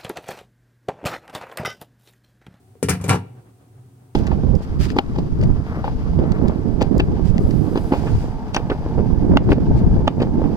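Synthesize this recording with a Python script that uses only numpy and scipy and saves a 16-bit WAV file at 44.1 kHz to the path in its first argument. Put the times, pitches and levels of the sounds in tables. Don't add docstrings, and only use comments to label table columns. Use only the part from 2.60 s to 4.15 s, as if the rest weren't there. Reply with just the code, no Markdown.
import sys
import numpy as np
from scipy import signal
from scipy.io import wavfile

SR = 44100
rng = np.random.default_rng(int(sys.argv[2]) if len(sys.argv) > 2 else 0)


def generate_wav(sig):
    pcm = np.round(np.clip(np.atleast_2d(sig).T, -1, 1) * 32767).astype(np.int16)
    wavfile.write(sys.argv[1], SR, pcm)


N = 68355
T = np.arange(N) / SR
EDGES_HZ = np.geomspace(35, 17000, 25)

# frequency in Hz, left minus right in dB,
# left-right likeness (0 to 1) of the clatter, share of the tick's own pan.
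IMAGE = [(119.27, 0, .99, 0.027), (450, 5, 0.56, 0), (950, 6, .6, 0.49), (1900, 0.5, .45, 0),
         (3800, -2.5, .3, 0.068), (6000, -4.5, .35, .3), (9000, 2.5, .45, 0.74), (16000, 10.5, .4, 0.63)]


def from_db(db):
    return 10 ** (np.asarray(db) / 20)


def rms_one(x):
    return x / np.sqrt(np.mean(x ** 2) + 1e-20)


def at_hz(rows, hz):
    freqs, *columns = np.transpose(rows)
    return [np.interp(np.log(hz), np.log(freqs), column) for column in columns]


def level(rows):
    return from_db(np.interp(T, *np.transpose(rows)))


def decay(t60_s):
    return np.exp(-np.log(1000) * T / max(t60_s, 0.005))


def convolve(x, response):
    return signal.fftconvolve(np.atleast_2d(x), np.atleast_2d(response), axes=1)[:, :N]


def highpass(x, order, cut_hz):
    return signal.sosfilt(signal.butter(order, cut_hz, "high", fs=SR, output="sos"), x)


def band_noise(low_hz, high_hz):
    sos = signal.butter(3, [low_hz, high_hz], "band", fs=SR, output="sos")
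    settled = signal.sosfilt(sos, rng.standard_normal(N + SR // 2))[-N:]
    return rms_one(settled)


def stereo_band(low_hz, high_hz, alike):
    alike = np.clip(alike, 0, 1)
    mid = np.sqrt(1 + alike) * band_noise(low_hz, high_hz)
    side = np.sqrt(1 - alike) * band_noise(low_hz, high_hz)
    return rms_one(mid + side * [[1], [-1]])


def diffuse_bands():
    # frequency in Hz, left-right likeness.
    likeness = [(60, 0.94), (200, 0.97), (500, 0.22), (1200, 0.083), (4000, 0.033), (15000, 0.045)]
    for low_hz, high_hz in zip(EDGES_HZ, EDGES_HZ[1:]):
        hz = np.sqrt(low_hz * high_hz)
        yield hz, stereo_band(low_hz, high_hz, at_hz(likeness, hz)[0])


def diffuse_noise(spectrum):
    return rms_one(sum(from_db(at_hz(spectrum, hz)[0]) * np.sqrt(hz) * noise
                       for hz, noise in diffuse_bands()))


def stove():
    # time in seconds, level in dB.
    hum_level = [(0, -58.5), (.55, -85), (.69, -38.5), (.79, -42.5), (.85, -62), (.96, -75), (1.08, -65),
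                 (1.17, -45), (1.35, -49), (1.49, -47.5), (1.55, -60)]
    # frequency in Hz, relative density in dB per Hz.
    hiss_colour = [(1000, -1.5), (2500, 0), (5000, -2.5), (7000, -1.5), (9000, 2.5), (11000, -5),
                   (13000, -3.5), (16000, -2.5)]
    hum_hz, beat_hz, beat_share = 123.7, 16.5, 0.43
    waver_share, waver_half_width_hz = 0.4, 24
    hiss_db = -67
    waver = band_noise(hum_hz - waver_half_width_hz, hum_hz + waver_half_width_hz)
    upper_tone = np.sin(2 * np.pi * hum_hz * T)
    lower_tone = beat_share * np.sin(2 * np.pi * (hum_hz - beat_hz) * T)
    hum = rms_one(rms_one(upper_tone + lower_tone) + waver_share * waver)
    return level(hum_level) * hum + from_db(hiss_db) * diffuse_noise(hiss_colour)


def simmer():
    # frequency in Hz, relative density in dB per Hz.
    rumble_colour = [(18, -66), (30, -34.5), (64, -21), (118, 2), (134, -4.5), (153, -20), (273, -14),
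                     (303, -19), (374, -15.5), (600, -33.5), (721, -26), (1070, -31), (4190, -50),
                     (9220, -49.5), (16000, -64.5)]
    # time in seconds, level in dB.
    rumble_level = [(0, -53), (.2, -52), (.65, -41), (.8, -51.5), (.95, -53), (1.18, -50.5), (1.55, -50.5)]
    # peak time in seconds, peak level in dB.
    swell_peaks = [(.785, -47.5), (.88, -50), (1.02, -53), (1.18, -53.5), (1.429, -56.5)]
    # frequency in Hz, relative density in dB per Hz.
    swell_colour = [(60, -8), (120, 0), (250, -5.5), (400, -11), (600, -16.5), (760, -15.5), (1400, -22.5),
                    (2800, -35.5), (5000, -45), (16000, -71)]
    # frequency in Hz, level in dB.
    pot_notes = [(181, -70.5), (270, -64.5), (372, -66), (735, -70)]
    top_hz, swell_sigma_s = 2320, 0.023
    half_width = 0.045
    lowpass = signal.butter(2, top_hz, fs=SR, output="sos")
    rumble = signal.sosfilt(lowpass, diffuse_noise(rumble_colour))
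    swells = sum(from_db(db) * np.exp(-((T - s) / swell_sigma_s) ** 2 / 2) for s, db in swell_peaks)
    notes = sum(from_db(db) * band_noise(hz * (1 - half_width), hz * (1 + half_width))
                for hz, db in pot_notes)
    return level(rumble_level) * rumble + swells * diffuse_noise(swell_colour) + notes


def kitchen(x):
    # frequency in Hz, relative echo level in dB, t60 in seconds.
    room = [(100, -26.5, .48), (400, -18.5, 1), (1200, -13.5, 0.22), (2800, -18.5, 0.53),
            (6077, -14.5, 0.23), (13000, -9, 0.2)]
    build_s = 0.0032
    relative_step = EDGES_HZ[1] / EDGES_HZ[0] - 1
    response = 0
    for hz, noise in diffuse_bands():
        db, t60_s = at_hz(room, hz)
        tail = rms_one(noise * decay(t60_s) * (1 - np.exp(-T / build_s)))
        response = response + from_db(db) * tail * np.sqrt(2 * relative_step * hz / SR / N)
    return convolve(x.mean(axis=0), response)


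def touches(hz):
    # time in seconds, relative level in dB of thud, knock, clonk, clank
    # and tick, tick pan in dB left minus right (before the share in IMAGE).
    contacts = [(.154, -52, -41.5, -79, -84.5, -90.5, 0.5), (.228, -10.5, -10.5, -39, -25.5, -19, 5.5),
                (.245, -18.5, -34, -60.5, -55.5, -58.5, 11.5),
                (0.2864, -20, -18, -21.5, -15.5, -23.5, 13.5), (0.2942, -10.5, -26, -26.5, -23.5, -10, 14),
                (0.3004, -10.5, -27.5, -38.5, -34, -35.5, 17), (0.309, -22.5, -19, -29, -18, -55, 5),
                (.333, -20, -37, -30, -30.5, -32, 11), (0.35, -26, -30, -45, -39, -60, -1),
                (0.4, -22.5, -62, -36, -42, -62, 7), (0.4122, -17, -37.5, -39, -42, -37.5, 10.5),
                (0.4408, -18.5, -24.5, -36, -32, -29.5, 7), (.446, -32.5, -24, -36, -55, -51, 8),
                (.463, -24, -36, -33.5, -38, -48, 26), (0.481, -20.5, -30, -33, -46, -33.5, 10),
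                (.488, -9, -24, -33, -39, -26, 5), (0.4931, -29, -34, -16, -14, -15.5, -1),
                (.502, -16, -16, -27.5, -22.5, -24, -2), (.510, -12, -18, -11, -25.5, -28, 6.5),
                (0.531, -18.5, -20.5, -22, -21.5, -28.5, -1), (.543, -21, -15, -11.5, -78, -45, 2),
                (.556, -21.5, -21, -32, -37, -43, 1), (0.589, -25.5, -58, -50, -73, -80, 0),
                (0.609, -59, -37.5, -55, -67, -75, 0)]
    register_hz = [150, 450, 800, 1900, 10000]
    spread_db = 3
    s, *registers, tick_pan_db = np.transpose(contacts)
    db = np.array(at_hz(np.column_stack([register_hz, registers]), hz))
    db = db + spread_db * rng.standard_normal(len(s))
    image_pan_db, _, tick_share = at_hz(IMAGE, hz)
    pan_db = image_pan_db + tick_share * tick_pan_db
    clicks = np.zeros((2, N))
    clicks[:, (s * SR).astype(int)] = from_db(db + pan_db * np.array([[0.5], [-0.5]]))
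    return clicks


def pot_ring():
    # frequency in Hz, relative level in dB, t60 in seconds.
    modes = [(92, -35.5, 0.136), (103.2, -3.5, 0.29), (128, -7, 0.17), (149, -8.5, 0.18),
             (179.35, -2, 0.22), (269.7, -9.5, 0.31), (357, -7.5, 0.066), (407.5, -7.5, 0.14),
             (458, 2, 0.0725), (501, -19.5, .14), (712, -10.5, .22), (763.3, -3.5, 0.082), (846, -18, 0.18),
             (927, -16, 0.083), (1120, -14.5, 0.04), (1376.5, -8.5, 0.19), (1582, -24, .14),
             (2076, -9.5, 0.035), (2350, -3, 0.078), (2896, -12, 0.15), (5694, -19.5, .12)]
    all_modes_db = -5.5
    ring = 0
    for hz, db, t60_s in modes:
        mode = from_db(all_modes_db + db) * np.sin(2 * np.pi * hz * T) * decay(t60_s)
        ring = ring + convolve(touches(hz), mode)
    return ring


def grinding():
    # start in seconds, end in seconds, relative grain level in dB.
    skids = [(0.415, 0.472, -57.5), (0.478, 0.557, -47.5)]
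    grains_per_s, spread_db, grain_t60_s = 1300, 1, 0.036
    size = sum(from_db(db) * ((T > start) & (T < end)) for start, end, db in skids)
    catches = rng.random(N) < grains_per_s / SR
    spread = from_db(spread_db * np.clip(rng.standard_normal(N), -2, 2))
    grains = size * catches * spread
    return convolve(grains ** 2, decay(grain_t60_s) ** 2)


def rim_clatter():
    # frequency in Hz, relative level in dB per band, t60 in seconds.
    crowded_modes = [(90, -7, .14), (250, -10.5, 0.18), (450, -4.5, 0.032), (604, -15, .09), (893, -5, .12),
                     (1300, -5, .13), (2300, -7, 0.16), (3240, -13.5, 0.17), (6500, -6.5, .1),
                     (9800, -2.5, .07), (13000, -18, 0.054), (15940, -23.5, .08)]
    clatter, grind_power = 0, grinding()
    for low_hz, high_hz in zip(EDGES_HZ[3:], EDGES_HZ[4:]):
        hz = np.sqrt(low_hz * high_hz)
        db, t60_s = at_hz(crowded_modes, hz)
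        power = convolve(touches(hz) ** 2, (decay(t60_s) / 2) ** 2) + grind_power
        noise = stereo_band(low_hz, high_hz, at_hz(IMAGE, hz)[1])
        clatter = clatter + from_db(db) * np.sqrt(np.abs(power)) * noise
    return clatter


def scene():
    body_low_hz = 78
    right_lag_s = 0.00008
    left, right = highpass(pot_ring() + rim_clatter(), 3, body_low_hz)
    lid = np.array([left, np.interp(T - right_lag_s, T, right)])
    return lid + kitchen(lid) + stove() + simmer()


def record(dry, low_cut_hz=40, ceiling=0.78, top_cut_hz=16000):
    rounded = ceiling * np.tanh(dry / ceiling)
    thin = highpass(rounded, 2, low_cut_hz)
    return signal.sosfilt(signal.ellip(10, 0.1, 80, top_cut_hz, fs=SR, output="sos"), thin)


dry = scene()
out = record(dry)
generate_wav(out)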